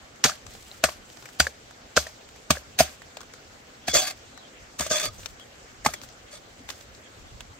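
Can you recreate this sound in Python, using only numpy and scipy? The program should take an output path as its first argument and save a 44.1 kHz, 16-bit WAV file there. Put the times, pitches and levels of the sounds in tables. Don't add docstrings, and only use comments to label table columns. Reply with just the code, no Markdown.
import sys
import numpy as np
from scipy import signal
from scipy.io import wavfile
from scipy.ndimage import map_coordinates

SR = 44100
rng = np.random.default_rng(int(sys.argv[2]) if len(sys.argv) > 2 else 0)


def to_wav(s):
    ch = np.atleast_2d(s).T
    pcm = np.round(np.clip(ch, -1, 1) * 32767)
    wavfile.write(sys.argv[1], SR, pcm.astype(np.int16))


N = 334719


def from_db(db):
    return 10 ** (np.asarray(db) / 20)


def rms_one(x):
    return x / np.sqrt(np.mean(x ** 2) + 1e-20)


def in_time(s, length, rise_s, fall_s, start_db, end_db):
    t = np.arange(N) / SR - s
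    edges = np.clip(np.minimum(t / rise_s, (length - t) / fall_s), 0, 1)
    slope_db = start_db + (end_db - start_db) * np.clip(t / length, 0, 1)
    return edges ** 2 * from_db(slope_db)


def at_hz(points, hz):
    points_hz, values = np.array(points).T
    return np.interp(np.log(hz), np.log(points_hz), values)


def panned(db):
    return from_db(np.array([[db / 2], [-db / 2]]))


def drift(rate_hz):
    r = np.exp(-80 * np.pi * rate_hz / SR)
    noise = rng.standard_normal(N // 40 + 2002)
    slow = signal.lfilter([1], [1, -2 * r, r * r], noise)[2000:]
    return np.interp(np.arange(N) / 40, np.arange(len(slow)), rms_one(slow))


def resonance(x, hz, width_hz):
    r, w = np.exp(-np.pi * width_hz / SR), 2 * np.pi * hz / SR
    return signal.lfilter([0, np.sin(w)], [1, -2 * r * np.cos(w), r * r], x + 1e-18)


def knock(t, hz, db, rise_s, t60):
    return from_db(db - 60 * t / t60) * (1 - np.exp(-t / rise_s)) * np.sin(2 * np.pi * hz * t)


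def bands(low_hz, count):
    for k in range(count):
        low = low_hz * 2 ** (k / 2)
        high = min(low * np.sqrt(2), SR / 2 - 1000)
        yield k, np.sqrt(low * high), signal.butter(2, [low, high], "band", fs=SR, output="sos")


def add(envelope, s, db, t60, pan_db=0., rise_s=0.00017):
    start = int(s * SR)
    t = np.arange(min(int(1.5 * t60 * SR), N - start)) / SR
    burst = from_db(db - 60 * t / t60) * (1 - np.exp(-t / rise_s))
    envelope[:, start:start + len(t)] += panned(pan_db) * burst


def grains(per_s, spread_db, own):
    clicks = (rng.random((3, N)) < per_s / SR) * rng.choice([-1, 1], (3, N))
    clicks = clicks * from_db(spread_db * np.minimum(rng.exponential(1, (3, N)), 4))
    return rms_one(np.sqrt(1 - own) * clicks[0] + np.sqrt(own) * clicks[1:])


STREAM_DB = -48
# (f/Hz, level/dB per Hz)
STREAM_COLOUR = [(75, -6), (120, -1.5), (160, -11.5), (220, -1), (350, -7.5), (550, -1.5), (900, -9.5),
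                 (1400, -7.5), (2500, -12.5), (4500, -15.5), (7000, -14), (10000, -18), (14000, -18.5)]
# (f/Hz, left-right correlation [-1 to 1])
STREAM_LIKENESS = [(60, 1), (240, 0.9), (950, -0.23), (3770, 0.069), (15000, -0.057)]


def stream():
    out, white = 0, rng.standard_normal((2, 2, N))
    for k, hz, sos in bands(100.5, count=15):
        mid, side = signal.sosfilt(sos, white[k % 2])
        alike = np.clip(at_hz(STREAM_LIKENESS, hz), -1, 1)
        gain = from_db(at_hz(STREAM_COLOUR, hz) + 1.8 * drift(13.3))
        out = out + gain * (np.sqrt(1 + alike) * mid + np.sqrt(1 - alike) * side * [[1], [-1]])
    return from_db(STREAM_DB) * rms_one(out)


WIND_DB, GUST_FADE_S = -61, 0.14
# (t/s, length/s, level/dB)
WIND_GUSTS = [(0.4, 0.77, -63.5), (4.954, .5, -51), (5.712, 0.32, -52), (6.552, 0.51, -60),
              (7.108, 0.46, -48.5)]


def wind():
    rumble = signal.butter(3, [22, 100], "band", fs=SR, output="sos")
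    mid, side = signal.sosfilt(rumble, rng.standard_normal((2, N)))
    lumps = from_db(3.5 * drift(12))
    level = from_db(WIND_DB)
    for s, length, db in WIND_GUSTS:
        level = level + in_time(s, length, GUST_FADE_S, GUST_FADE_S, db, db)
    return level * lumps * rms_one(mid + .33 * side * [[1], [-1]])


TICK_DB, SCATTER_DB = 9, 7.5
# (t/s, puff level before filtering/dB, pitch f/Hz)
LANDINGS = [(0.159, -47, 9100), (0.4654, -36, 7100), (0.55, -31.5, 760), (0.715, -49, 4130),
            (1.1005, -37, 734), (1.1707, -39, 6000), (1.2251, -34, 1490), (1.256, -32, 2350),
            (1.289, -37.5, 1860), (1.709, -38, 1760), (2.2886, -39.5, 3430), (2.3608, -43, 2140),
            (3.019, -35.5, 1980), (3.1697, -24.5, 790), (3.206, -33, 1460), (3.2133, -32.5, 1460),
            (3.231, -41, 1350), (3.3369, -34, 2220), (4.3754, -38.5, 1760), (5.1936, -39.5, 1300),
            (5.2318, -37, 3720), (5.2587, -25, 6640), (5.397, -39, 3670), (6.0155, -36, 6200),
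            (6.035, -36.5, 1520), (6.088, -41, 6400), (6.69, -32.5, 3560), (6.702, -27, 7140),
            (6.8097, -42.5, 6700), (6.949, -44.5, 6240), (7.4064, -31, 3500)]


def clods():
    out, grit = np.zeros((2, N)), grains(12000, 3.5, own=.45)
    pans_db = SCATTER_DB * rng.standard_normal(len(LANDINGS))
    for (s, db, hz), pan_db in zip(LANDINGS, pans_db):
        puff = np.zeros((2, N))
        add(puff, s, db, .026, pan_db)
        part = slice(int(s * SR), int(s * SR) + 6000)
        puff = puff[:, part] * grit[:, part]
        puff[:, 12] += panned(pan_db)[:, 0] * from_db(db + TICK_DB)
        dull = np.exp(-2 * np.pi * 5.2 * hz / SR)
        body = 1.2 * signal.lfilter([1 - dull], [1, -dull], puff)
        pitch = .8 * np.sqrt(hz / SR) * resonance(puff, hz, hz / 4)
        out[:, part] += body + pitch
    return signal.sosfilt(signal.butter(2, 500, "high", fs=SR, output="sos"), out)


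# (t/s, crush level/dB, low knock level/dB, low knock f/Hz, middle knock level/dB, middle knock f/Hz)
EDGE_BLOWS = [(0.2394, -8.5, -38, 611, -11.5, 1730), (0.2452, -30, -40, 604, -18, 2310),
              (0.2512, -29, -16, 456, -10.5, 1550), (0.2567, -19, -37, 620, -17, 1270),
              (0.295, -31, -33, 655, -17, 1260), (0.318, -48, -54, 773, -25, 1550),
              (0.8348, -32, -26, 660, -31, 1480), (0.838, -7.5, -7, 654, -12, 1490),
              (0.8434, -45, -12.5, 577, -12, 1440), (0.8878, -53, -24.5, 650, -21.5, 1110),
              (1.399, -9, -14.5, 666, -15.5, 1870), (1.4036, -41, -19, 770, -2, 1516),
              (1.4683, -31, -22.5, 540, -10, 1690), (1.9644, -15.5, -17, 730, -20, 1560),
              (1.9702, -16, -10.5, 492, -12, 1590), (1.9751, -48, -7.5, 616, -1.5, 1430),
              (2.0673, -37, -28.5, 633, -25.5, 1830), (2.5045, -8, -9.5, 640, -6, 1174),
              (2.5526, -50, -35, 760, -27.5, 1530), (2.5698, -50, -26.5, 550, -23, 1660),
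              (2.788, -12.5, -27, 770, -36, 1610), (2.7973, -17.5, -20, 640, -28, 2080),
              (2.8041, -16, 2, 662, -41, 1590), (3.8809, -19, -14.5, 713, -21, 2180),
              (3.9353, -38, -19, 504, -32.5, 2080), (3.9499, -21, -30, 770, -18, 1380),
              (4.8066, -19, -22.5, 710, -21, 980), (4.8635, -28, -21, 620, -27, 1190),
              (4.9114, -31, -15, 623, -17, 1640), (5.053, -23, -41, 660, -40, 2200),
              (5.8486, -25.5, -21, 670, -21, 1850), (5.861, -16, -6.5, 858, -4.5, 1093),
              (5.8629, -42, -37, 650, -11, 2090), (5.8874, -58, -24, 704, -23, 1290),
              (5.936, -26.5, -51, 576, -30, 1380)]


def blows(crush, out):
    t = np.arange(int(.2 * SR)) / SR
    for s, crush_db, low_db, low_hz, middle_db, middle_hz in EDGE_BLOWS:
        part = slice(int(s * SR), int(s * SR) + len(t))
        add(crush, s, crush_db, .036, rise_s=0.00093)
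        out[:, part] += knock(t, low_hz, low_db, 0.0011, 0.03)
        out[:, part] += knock(t, middle_hz, middle_db, 0.0003, 0.016)


SPRAY_RISE_S = 0.0075
LEAD_IN_DB, LEAD_IN_DB_PER_S = -7, 2500
# (t/s, time until the thump/s, soil spray level/dB, its t60/s, thud level/dB, ground boom level/dB)
GROUND_CHOPS = [(0.242, 0.0085, -21.5, 0.24, -18.5, -35), (0.835, 0.0048, -27.5, 0.27, -21, -29.5),
                (1.396, 0.0035, -26.5, 0.24, -19, -20.5), (1.963, 0.0072, -28.5, 0.32, -19, -26.5),
                (2.504, 0.00047, -27.5, 0.22, -11.5, -23.5), (2.788, 0.016, -23, 0.26, -13.5, -25),
                (3.88, 0.0042, -30, .1, -25.5, -33), (4.795, 0.0057, -36, .1, -26, -31),
                (4.911, 0, -36, .1, -26.5, -50), (5.847, 0.017, -33.5, 0.33, -18.5, -38),
                (6.688, 0.0061, -35.5, 0.16, -50, -59)]


def chops(crush, spray, out):
    t, lead = np.arange(int(.2 * SR)) / SR, np.arange(-400, 0)
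    for s, stop_s, db, t60, thud_db, boom_db in GROUND_CHOPS:
        add(spray, s, db, t60, rise_s=SPRAY_RISE_S)
        start = int((s + stop_s) * SR)
        part = slice(start, start + len(t))
        out[:, part] += knock(t, 72, boom_db, 0.0068, 0.19)
        out[:, part] += knock(t, 151.4, thud_db, 0.0089, 0.061)
        out[:, part] += knock(t, 233.7, thud_db + 5.5, 0.0016, 0.026)
        crush[:, int(s * SR) + lead] += from_db(db + LEAD_IN_DB + LEAD_IN_DB_PER_S * lead / SR)


DRAG_ATTACK_S, DRAG_RELEASE_S = 0.018, .045
# (t/s, length/s, start level/dB, end level/dB, freedom of the blade to ring/dB, extra for its high modes/dB)
BLADE_DRAGS = [(3.863, 0.1, -30, -47, 0, 0.), (3.926, 0.23, -19, -43, 0., 2),
               (4.78, 0.15, -26.5, -49.5, -7, 4), (4.891, 0.22, -27, -37.5, 0.5, -1.5),
               (6.301, 0.098, -52.5, -41.5, 1, 0.)]


def drags(first_db=0, last_db=0, ringing=False, high=False):
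    total = 0
    for s, length, start_db, end_db, ring_db, high_db in BLADE_DRAGS:
        rub = in_time(s, length, DRAG_ATTACK_S, DRAG_RELEASE_S, start_db + first_db, end_db + last_db)
        total = total + rub * from_db(ringing * ring_db + high * high_db)
    return total


# (f/Hz, level/dB per Hz)
GRIT_COLOUR = [(90, -36), (150, -6.5), (370, -13), (600, -9.5), (1500, 0), (3000, -4), (4500, -5.5),
               (6000, 0), (8000, -12), (10500, 0.5), (14000, -8)]


def ground_grit(direct):
    out, patch_db = 0, 2.5
    for k, hz, sos in bands(146.0, count=14):
        patches = from_db(patch_db * drift(22.7))
        gain = from_db(at_hz(GRIT_COLOUR, hz) + 6.5) * (-1) ** k
        out = out + gain * signal.sosfilt(sos, direct * patches + 1e-18)
    return out


TILT_S = 4.5
MIDDLE_START_HZ, HIGH_START_HZ = 2300, 5000
LOW_MODES_DB, HIGH_MODES_DB = (-4, -3.5), (-2, -8.5)
# (f/Hz, width/Hz, level before the tilt/dB, level after/dB)
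BLADE_MODES = [(605, 43.7, -1, 4), (740, 52, -0.5, -7.5), (1240, 46, -10.5, 1), (1549, 41, -7, -4.5),
               (2110, 220, 3, -2), (2550, 160, -4.5, -12), (3360, 190, -3.5, -21), (3422, 39, -6, -2),
               (3603, 50, -17, -10), (4574, 97, -1, -4), (4630, 53, -29, -7), (5330, 70, -19, -23),
               (6430, 490, 6.5, 11), (7040, 340, -22, -15), (6300, 18, -9.5, -21), (7560, 52, -3, -9),
               (7710, 22, -16.5, -17), (8330, 62, -4.5, 0), (8700, 44, -6.5, -11), (8990, 91, 4, 6)]


def blade(struck, coarse):
    drag_low = drags(*LOW_MODES_DB, ringing=True)
    drag_middle = drags(ringing=True)
    drag_high = drags(*HIGH_MODES_DB, ringing=True, high=True)
    tilted = np.arange(N) > TILT_S * SR
    out, wander_db = 0, 4
    for k, (hz, width_hz, before_db, after_db) in enumerate(BLADE_MODES):
        drag = drag_low if hz < MIDDLE_START_HZ else drag_middle if hz < HIGH_START_HZ else drag_high
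        rubbing = drag * coarse * from_db(wander_db * drift(7.3))
        drive = (rubbing + 0.44 * struck) * np.where(tilted, from_db(after_db), from_db(before_db))
        out = out + from_db(-22.5) * (-1) ** k * resonance(drive, hz, width_hz)
    return out


CATCH_DB = 2.8


def hoe():
    crush, spray, out = np.zeros((3, 2, N))
    blows(crush, out)
    chops(crush, spray, out)
    grit = grains(9000, 3.34, own=0.64)
    coarse = grains(2500, 2.7, own=0.48) * from_db(CATCH_DB * drift(52))
    crumbs = grains(1500, 1.9, own=0.91) * from_db(1.75 * drift(60))
    sprayed = spray * (0.55 * grit + 0.91 * crumbs)
    direct = crush * grit + sprayed + 0.81 * drags() * coarse
    return out + ground_grit(direct) + blade((crush + spray) * grit, coarse)


# (t/s, f/Hz, level before onset/dB, t60/s)
PEBBLE_PINGS = [(.244, 6620, -14, 0.07), (0.715, 4000, -26.5, 0.0088), (1.398, 4690, -14, 0.075),
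                (2.806, 4940, -14, 0.043), (5.182, 6100, -43, 0.16), (5.859, 4770, -26, 0.022)]
# (t/s, f/Hz, level before onset/dB, t60/s)
STEP = (6.604, 266, -37, 0.06)


def pings_and_step():
    out, t = np.zeros(N), np.arange(int(.15 * SR)) / SR
    for s, hz, db, t60 in [*PEBBLE_PINGS, STEP]:
        out[int(s * SR):int(s * SR) + len(t)] += knock(t, hz, db, 0.37 / hz, t60)
    return out


TRICKLE_FADE_S = 0.061
# (t/s, length/s, level before clumping and filtering/dB)
TRICKLES = [(0.438, 0.4, -47.5), (1.025, 0.39, -51.5), (2.864, 0.13, -46.5), (4.128, 0.096, -48),
            (5.079, 0.28, -46.5), (5.979, 0.12, -39.5), (6.705, 0.18, -50)]


def trickle():
    level = sum(in_time(s, length, TRICKLE_FADE_S, TRICKLE_FADE_S, db, db) for s, length, db in TRICKLES)
    patter = grains(2000, 3.2, own=0.59) * level * from_db(2.9 * drift(38))
    return signal.sosfilt(signal.butter(1, 2500, "high", fs=SR, output="sos"), patter)


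BIRD_FALL_HZ = 220
# (t/s, length/s, start f/Hz, level before the blur/dB)
WHISTLES = [(3.813, .07, 3400, -52), (4.32, .12, 4100, -52), (4.396, .1, 3350, -52),
            (5.387, 0.061, 3380, -47), (5.944, 0.066, 3360, -49), (7.02, 0.077, 3350, -53),
            (7.255, .07, 3550, -57)]


def bird():
    out, blur = np.zeros((2, N)), np.array([drift(130), drift(130)])
    for s, length, start_hz, db in WHISTLES:
        u = np.arange(int(length * SR)) / int(length * SR)
        turns = np.cumsum(start_hz - BIRD_FALL_HZ * u) / SR
        whistle = from_db(db) * np.sin(np.pi * u) * np.sin(2 * np.pi * turns)
        out[:, int(s * SR):int(s * SR) + len(u)] += whistle
    return out * blur


# (from t/s, delay of the right microphone after the left/microseconds, left-right level/dB)
MICROPHONE_PLACES = [(0, -27.5, 1), (2.45, 50.5, 0.5)]


def heard_from_two_points(x):
    at, (since, lag_us, pan_db) = np.arange(N), np.transpose(MICROPHONE_PLACES)
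    place = np.searchsorted(since[1:] * SR, at)
    half_lag = lag_us[place] * SR / 2e6
    left = map_coordinates(x[0], [at + half_lag], order=3)
    right = map_coordinates(x[1], [at - half_lag], order=3)
    out = np.array([left, right])
    for side, echo_s in enumerate((.0001, .00015)):
        out[side] += 0.065 * np.interp(at - echo_s * SR, at, x[side])
    return out * panned(pan_db[place])[:, 0]


def step_down(x, hz, db):
    below = signal.sosfilt(signal.ellip(6, 1, 40, hz, fs=SR, output="sos"), x)
    above = signal.sosfilt(signal.ellip(4, 1, 40, hz, "high", fs=SR, output="sos"), x)
    return below + from_db(db) * above


def scene():
    placed = heard_from_two_points(hoe() + clods() + pings_and_step())
    soil = step_down(placed + trickle(), 8590, -10)
    return soil + step_down(stream(), 8150, -13.5) + bird() + wind()


CUTOFF_HZ = 16800


def record(dry):
    heard = signal.sosfilt(signal.butter(2, 36, "high", fs=SR, output="sos"), dry)
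    top = .88
    rounded = heard / (1 + np.abs(heard / top) ** 4) ** .25
    return signal.sosfilt(signal.cheby2(16, 90, CUTOFF_HZ, fs=SR, output="sos"), rounded)


dry = scene()
out = record(dry)
to_wav(out)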